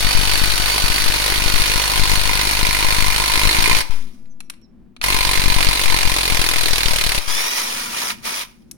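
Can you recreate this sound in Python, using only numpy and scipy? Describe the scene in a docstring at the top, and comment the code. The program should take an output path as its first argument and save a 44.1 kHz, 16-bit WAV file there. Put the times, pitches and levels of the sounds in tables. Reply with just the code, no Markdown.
"""First a rapid metal hammering: a cordless impact driver drives a long screw into a beam on a bench outdoors.
It pauses, then backs the screw out and spins free in short bursts. Blows are bursts of noise with a beam ring;
the motor is gear hiss plus a rough tone. In the pause the direction switch clicks, birds whistle far off
and traffic rumbles as low noise. Each blow overloads the near microphone port: its baseline lurches to its rails."""
import sys
import numpy as np
from scipy import signal
from scipy.fft import rfft, irfft, next_fast_len
from scipy.io import wavfile
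from scipy.ndimage import uniform_filter1d, minimum_filter1d, map_coordinates

SR = 44100
rng = np.random.default_rng(int(sys.argv[2]) if len(sys.argv) > 2 else 0)


def wav_out(sig):
    """Save sig, one row per channel (or a flat mono array), as 16-bit PCM at SR to the path in sys.argv[1]."""
    wavfile.write(sys.argv[1], SR, np.round(np.clip(np.atleast_2d(sig).T, -1, 1) * 32767).astype(np.int16))


N = 386743  # length in samples

# All levels are relative settings, before the microphone and preamplifier.
# Noise colour of the far traffic: f/Hz, level per Hz/dB
TRAFFIC_COLOUR = [(15, -44.5), (25, -3.5), (64, -16), (80, -20), (157, -14), (195, -10), (242, -6),
                  (293, -23.5), (326, -14.5), (427, -29.5), (16000, -70.5)]
# Far bird whistles: start/s, length/s, top f/Hz, end f/Hz, place of the top (0-1), peak level/dB before panning
BIRD_CHIRPS = [(4.255, .035, 7300, 5900, .05, -71), (4.288, .057, 6250, 5400, .4, -60),
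               (4.42, .07, 5800, 5300, .2, -66), (4.605, .07, 5560, 4900, .3, -58),
               (4.635, .032, 4200, 3400, .05, -68)]
# How long the walls' answer takes to fall by 60 dB: f/Hz, t/s
WALL_DECAY = [(300, 0.44), (2000, 0.39), (10000, 0.22)]
# Switch, trigger and bit clicks: t/s, body level/dB, treble level/dB, left-right difference/dB
CLICK_EVENTS = [(4.2558, -49, -70, 2), (4.4043, -27.5, -33.5, -1), (4.4985, -23.5, -25, 1),
                (4.5371, -40.5, -59.5, 7.5), (4.6149, -57, -61.5, -0.5), (4.964, -32, -52.5, 4.5),
                (5.014, -12.5, -29, -0.5), (8.102, -15.5, -34.5, -3), (8.4106, -20, -36.5, -2),
                (8.7123, -37.5, -27.5, -1)]
# Resonances of the plastic housing: f/Hz, width/Hz, level/dB
HOUSING_MODES = [(1200, 700, -4), (2540, 470, 2.5), (4200, 440, -0.5)]
# Resonances of the click spring: f/Hz, width/Hz, level/dB
SPRING_MODES = [(5500, 1000, -5.5), (10180, 1500, -3.5)]
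# Noise colour of the gears: f/Hz, level per Hz/dB
GEAR_COLOUR = [(150, -40), (250, -12.5), (800, -5.5), (1200, 0), (1640, -8.5), (2050, -1), (2700, -4),
               (3400, -4.5), (5000, -4), (5900, -4), (6400, -7), (7840, -15), (9400, -10.5), (11100, -12),
               (13000, -19), (16000, -14.5)]
# Parts of the mesh tone under load: multiple of the mesh pitch, level/dB
LOADED_ORDERS = [(1, -5), (2, -7.5), (3, 3)]
# Parts of the mesh tone when spinning free: multiple of the mesh pitch, level/dB
FREE_ORDERS = [(1, -4), (2, -2), (3, 1), (6, -10)]
# Motor speed as the middle pitch of the gear mesh: t/s, f/Hz
MESH_PITCH = [(0, 1495), (.8, 1495), (1.6, 1462), (3.5, 1440), (3.81, 1500), (5.03, 1450), (7.17, 1520),
              (7.3, 1650), (7.45, 1868), (7.61, 2040), (7.65, 1850), (7.95, 1300), (8.03, 1760),
              (8.16, 1600), (8.24, 1300), (8.3, 1700), (8.45, 1600)]
# Stretches of motor running: start/s, stop/s, whirr level/dB at start, at stop,
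# mesh tone level/dB at start, at stop, level/dB of the lingering bench and yard ring, relative to the whirr
MOTOR_STRETCHES = [(-.05, 3.8, -15, -16.5, -23, -28.5, -12), (5.017, 7.17, -17, -18, -34, -40, -12),
                   (7.15, 7.28, -21.5, -23, -42, -40, -20), (7.25, 7.64, -23.5, -22, -30.5, -36, -20),
                   (7.61, 7.96, -23.5, -28.5, -42, -47, -20), (7.935, 8.115, -22.5, -26, -42, -43, -17),
                   (8.225, 8.422, -23.5, -26.5, -46, -48, -21)]
# Each hammering run, from first blow to last: t/s, blow rate/(blows per s)
HAMMER_RUNS = [
    [(.0056, 48.42), (.9, 49.98), (3.1, 50.83), (3.5, 52.15), (3.72, 56.3), (3.81, 51.65)],
    [(5.0403, 47.95), (5.8, 47.62), (6.5, 41.6), (7.0, 38.58), (7.12, 35.47), (7.185, 33.95)],
]
# Strength of the blows over time: t/s, blow level/dB, beam ring level/dB
BLOW_STRENGTH = [(0, -14, -30.5), (1, -14, -27), (1.6, -14, -23), (2.5, -14.5, -18), (3.4, -13, -18.5),
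                 (3.7, -12.5, -14.5), (3.8, -13, -23), (5.04, -12.5, -18), (5.5, -13.5, -18.5),
                 (6.3, -13, -20), (6.6, -12, -27.5), (7.17, -13, -25)]
# Noise colour of anvil, bit and housing under a blow: f/Hz, level per Hz/dB
STEEL_COLOUR = [(180, -23.5), (300, -6), (550, -9), (800, -4.5), (1300, -10), (1900, -6), (2600, -1),
                (3300, -7), (4200, 0.5), (5200, -10), (6850, -14.5), (10000, -13.5), (15000, -23.5),
                (16000, -23.5)]
# Resonances of the beam: f/Hz, width/Hz, level/dB
BEAM_MODES = [(928, 76, -1.5), (1025, 46, 3.5), (1712, 75, -12), (2080, 70, -1), (2418, 87, -1.5)]
# Different colour of the two microphone ports: f/Hz, left-right difference/dB
PORT_COLOUR = [(300, 2.5), (700, 1), (1300, -1), (2400, -4), (4400, -2), (6000, -5), (9500, 14),
               (13000, 11.5), (15000, 7)]
# How alike the noise is at both ports: f/Hz, likeness (0-1)
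PORT_LIKENESS = [(300, 0.4), (1000, 0.65), (2500, .6), (8000, .1)]
# Blows that throw the left baseline farthest: t/s, offset (signal units before limiting)
BASELINE_LURCHES = [(0.15, 0.84), (0.42, 0.53), (0.84, -0.43), (1.46, -0.45), (1.54, -0.5), (1.6, 0.48),
                    (2.02, -0.65), (2.12, 0.48), (3.45, 0.51), (3.59, -0.46), (3.73, 0.46), (5.38, 0.49),
                    (5.46, 0.78), (5.5, 0.5), (5.56, -0.64), (5.67, 0.67), (6.05, 0.73), (6.86, -0.4),
                    (6.91, 0.4)]
# Slow baseline sags after each run: t/s, left size, right size (signal units before limiting)
BASELINE_SAGS = [(3.897, -.4, -0.14), (7.277, -.17, -0.051)]

TRAFFIC_DB = -48.5  # middle level, which then wanders
FREE_S = 7.2  # the tool spins free from here on
SPIN_UP_S, SPIN_UP_DB = .035, 22  # the whirr climbs this far in this time
# a quick brake, then the faint ring of the bench and yard dying away
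BRAKE_DB_PER_S, LINGER_DB_PER_S = 450, 88
NUDGE_LEFT, NUDGE_RIGHT = .07, .012  # typical baseline shift from every blow
WANDER = .1  # slow drift of the left baseline
THROW, THROW_SHARE = .27, .2  # a hard left throw, and the share of blows that give one
TOP_HZ = 16000  # nothing is kept from here up


def amp(db):
    """Turn decibels into a plain multiplier."""
    return 10 ** (np.asarray(db) / 20)


def unit(x):
    """Scale a sound to an average strength (rms) of 1."""
    return x / np.sqrt(np.mean(x ** 2) + 1e-20)


def along(points, hz):
    """Read a (f/Hz, value) curve on a log frequency axis."""
    f, values = np.transpose(points)
    return np.interp(np.log(hz + 1), np.log(f + 1), values)


def curves(rows):
    """Give one value per sample for each column after the time."""
    s, *columns = np.transpose(rows)
    return [np.interp(np.arange(N) / SR, s, column) for column in columns]


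def wobble(rate):
    """A smooth random curve with this many random points a second."""
    points = rng.standard_normal(int(N * rate / SR) + 4)
    return map_coordinates(points, [np.arange(N) * rate / SR])


def filtered(x, response):
    """Multiply the spectrum of x by a response that depends on frequency."""
    m = next_fast_len(N + SR)
    return irfft(rfft(x, m) * response(np.fft.rfftfreq(m, 1 / SR)), m)[..., :N]


def modes(table):
    """Response of a set of resonances, which ring only after they are struck."""
    def response(f):
        total = 0
        for k, (centre, width, db) in enumerate(table):
            resonance = 1j * f * width / (centre * centre - f * f + 1j * f * width)
            total = total + (-1) ** k * amp(db) * resonance
        return total
    return response


def pair(spectrum, lag_s=-.0006):
    """Partly shared stereo noise of rms 1; a negative lag makes it reach the right port first."""
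    def mid_side(hz):
        turn = np.arccos(np.clip(along(PORT_LIKENESS, hz), 0, 1)) / 2
        return amp(along(spectrum, hz)) * [np.cos(turn), np.sin(turn)]
    mid, side = filtered(rng.standard_normal((2, N)), mid_side)
    return unit(np.array([mid + side, np.roll(mid - side, round(lag_s * SR))]))


def patchy(x, depth_db):
    """Random gain patches in time and frequency, so that no two blows have the same colour."""
    z = signal.stft(x, nperseg=256)[2]
    field = uniform_filter1d(rng.standard_normal(z.shape[1:]), size=5, axis=0)
    field = uniform_filter1d(field, size=6, axis=1)
    return signal.istft(z * amp(depth_db * unit(field)), nperseg=256)[1][:, :N]


def decays(times, sizes, rise_s, fall_s):
    """A quick rise and an exponential fall from each time."""
    spikes = np.bincount(np.clip(times * SR, 0, N - 1).astype(int), sizes, N)
    t = np.arange(SR // 8) / SR
    shape = (1 - np.exp(-t / rise_s)) * np.exp(-t / fall_s)
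    return signal.fftconvolve(spikes, shape)[:N]


def traffic():
    """Far traffic: low coloured noise whose level wanders slowly."""
    return amp(TRAFFIC_DB + 2.9 * wobble(6)) * pair(TRAFFIC_COLOUR, lag_s=0)


def birds():
    """Thin arched whistles from the right: up to a top, then sliding down."""
    out, t = np.zeros(N), np.arange(N) / SR
    for start, length, top_hz, end_hz, place, db in BIRD_CHIRPS:
        u = np.clip((t - start) / length, 0, 1)  # progress through the whistle
        hz = top_hz - (top_hz - end_hz) * ((u - place) / (1 - place)) ** 2
        out += amp(db) * np.sin(np.pi * u) ** 2 * np.sin(2 * np.pi * np.cumsum(hz) / SR)
    return out * amp([[-6], [3]])  # left, right


def yard(x):
    """The walls answer with decaying noise; each frequency dies at its own speed."""
    hz, t, z = signal.stft(rng.standard_normal((2, SR // 2)), SR, nperseg=256)
    fading = amp(-60 * t / along(WALL_DECAY, hz)[:, None])
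    tail = signal.istft(z * fading, SR, nperseg=256)[1]
    tail = tail / np.linalg.norm(tail[0])
    late = np.pad(x, ((0, 0), (300, 0)))  # 300 samples of delay
    return signal.fftconvolve(late, tail, axes=1)[:, :N]


def clicks():
    """Short snaps through the plastic housing and its spring, each with a small rebound."""
    body, treble = np.zeros((2, 2, N + SR))
    t = np.arange(SR // 20) / SR
    strike = (1 - np.exp(-t / 0.00052)) * np.exp(-t / 0.0018)
    rebound = .2 * (t > .004) * np.exp(-(t - .004) / .003)
    for s, body_db, treble_db, pan_db in CLICK_EVENTS:
        snap = (strike + rebound) * rng.standard_normal((2, len(t)))
        snap *= amp([[pan_db / 2], [-pan_db / 2]])
        first = round(s * SR)
        body[:, first:first + len(t)] += snap * amp(body_db)
        treble[:, first:first + len(t)] += snap * amp(treble_db)
    housing = amp(12.5) * filtered(body[:, :N], modes(HOUSING_MODES))
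    spring = amp(15.5) * filtered(treble[:, :N], modes(SPRING_MODES))
    return housing + spring


def running():
    """Whirr and mesh tone in dB: spin-up, hold, brake and fading ring of every stretch."""
    t, whirr_db, tone_db = np.arange(N) / SR, np.full(N, -120.), np.full(N, -120.)
    for start, stop, whirr0, whirr1, tone0, tone1, linger_db in MOTOR_STRETCHES:
        after = np.maximum(t - stop, 0)
        up_db = SPIN_UP_DB * np.minimum((t - start) / SPIN_UP_S - 1, 0) - 120 * (t < start)
        brake_db = -BRAKE_DB_PER_S * after
        down_db = np.maximum(brake_db, linger_db - LINGER_DB_PER_S * after)
        whirr_hold = np.interp(t, [start, stop], [whirr0, whirr1])
        tone_hold = np.interp(t, [start, stop], [tone0, tone1])
        whirr_db = np.maximum(whirr_db, whirr_hold + up_db + down_db)
        tone_db = np.maximum(tone_db, tone_hold + up_db + brake_db)
    return whirr_db, tone_db


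def mesh_tone(orders, phase):
    """Gear teeth meeting: multiples of one pitch, each fluttering in level on its own."""
    total = 0
    for multiple, db in orders:
        flutter = amp(5 * np.array([wobble(120), wobble(120)]))
        total = total + amp(db) * flutter * np.sin(multiple * phase)
    return total


def motor():
    """Gear hiss with a gritty texture, and the rough mesh tone."""
    whirr_db, tone_db = running()
    grit = amp(1.39 * wobble(300) + 0.8 * wobble(40))
    hiss = unit(grit * patchy(pair(GEAR_COLOUR), depth_db=1.5)) * amp(whirr_db)
    # the screw passes the shaking to the beam (left, right gain/dB)
    hiss = hiss + amp([[5], [-1.5]]) * filtered(hiss, modes(BEAM_MODES))
    hz, = curves(MESH_PITCH)
    phase = 2 * np.pi * np.cumsum(hz * (1 + .012 * wobble(200))) / SR
    loaded, free = mesh_tone(LOADED_ORDERS, phase), mesh_tone(FREE_ORDERS, phase)
    return hiss + amp(tone_db) * np.where(np.arange(N) < FREE_S * SR, loaded, free)


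def blow_times():
    """Start of every blow in seconds: where the summed rate passes a whole number."""
    runs = []
    for run in HAMMER_RUNS:
        t = np.arange(run[0][0], run[-1][0], 1 / SR)
        count = np.cumsum(np.interp(t, *np.transpose(run))) / SR
        runs.append(np.interp(np.arange(int(count[-1]) + 1), count, t))
    return np.concatenate(runs)


def hammer():
    """Every blow is a rattling burst of steel and a ring of the beam, each at its own strength."""
    times = blow_times()
    jitter, strike_luck, push_luck, rebound_luck = rng.standard_normal((4, len(times)))
    times = times + .0006 * jitter
    blow_db, ring_db = curves(BLOW_STRENGTH)
    burst = decays(times, amp(0.82 * strike_luck), 0.00053, 0.0069)
    # the hammer rebounds once, more weakly
    burst += .22 * decays(times + .007, amp(2.5 * rebound_luck), .0005, .004)
    rattle = amp(2.03 * np.array([wobble(400), wobble(400)]))  # loose bit and screw chatter after the strike
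    steel = unit(burst * rattle * patchy(pair(STEEL_COLOUR), depth_db=1.53)) * amp(blow_db)
    push = decays(times, amp(1.06 * push_luck), 0.000094, 0.00098)
    push = push * pair([(100, 0), (20000, 0)])  # equally strong at all pitches
    ring = unit(filtered(push, modes(BEAM_MODES))) * amp(ring_db)
    return steel + ring


def scene():
    """Add the traffic, the birds, the tool's sounds and the walls' answer."""
    far = traffic()
    struck, snaps, spin = hammer() + birds(), clicks(), motor()
    echo = yard(amp(-11.5) * struck + amp(-17) * snaps + amp(-18.5) * spin)
    return struck + snaps + spin + echo + far


def range_switch(x):
    """Gain control: peaks over a threshold drop the gain one step, held for a moment after the last peak."""
    calm = abs(x).max(axis=0) < .75
    calm[0] = False  # begin with the gain already down
    hold = round(.09 * SR)  # 0.09 s
    low = 1. 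- minimum_filter1d(calm * 1., hold, origin=(hold - 1) // 2)
    return x * amp(-9 * uniform_filter1d(low, size=40))  # 9 dB down, with softened edges


def baseline():
    """Overload drift: each blow knocks the baseline down and throws it to a new level."""
    times = blow_times() + 0.0014
    left_luck, right_luck, side_luck = rng.standard_normal((3, len(times)))
    thrown = rng.random(len(times)) < THROW_SHARE
    level = np.array([NUDGE_LEFT * left_luck, NUDGE_RIGHT * right_luck])
    level[0] += WANDER * wobble(7)[(times * SR).astype(int)]
    level[0] += THROW * thrown * np.sign(side_luck)
    for s, offset in BASELINE_LURCHES:
        level[0, np.argmin(abs(times - s))] = offset  # the nearest blow
    t = np.arange(N) / SR
    last = np.maximum(np.searchsorted(times, t) - 1, 0)
    # the coupling capacitor lets it sink back
    held = level[:, last] * np.exp(-abs(t - times[last]) / 0.056)
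    each = np.ones(len(times))
    left_dip = 0.32 * decays(times, each, 0.0033, 0.011)
    right_dip = 0.057 * decays(times, each, 0.00035, .009)
    dip = np.array([left_dip, right_dip])
    # taking away the running average keeps the dips centred around zero
    drift = uniform_filter1d(held, 60, axis=1) - dip + uniform_filter1d(dip, 5000, axis=1)
    for s, left, right in BASELINE_SAGS:
        u = np.maximum(t - s, 0)
        onset = 1 - np.exp(-u / np.array([[.003], [.04]]))  # rise/s: left, right
        swing = np.exp(-u / 0.2) * np.cos(2 * np.pi * .98 * u)
        drift += [[left], [right]] * onset * swing
    return drift


def record(dry):
    """The two ports colour the sound differently; the preamplifier rounds off at its rails."""
    def ports(hz):
        return amp(np.outer([.5, -.5], along(PORT_COLOUR, hz)))
    x = filtered(range_switch(dry), ports) + baseline()
    rails = np.array([[.7], [.9]])  # left, right, before the final gain
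    x = 1.099 * x / (1 + abs(x / rails) ** 4) ** (1 / 4)
    return filtered(x, lambda hz: hz < TOP_HZ)


dry = scene()
out = record(dry)
wav_out(out)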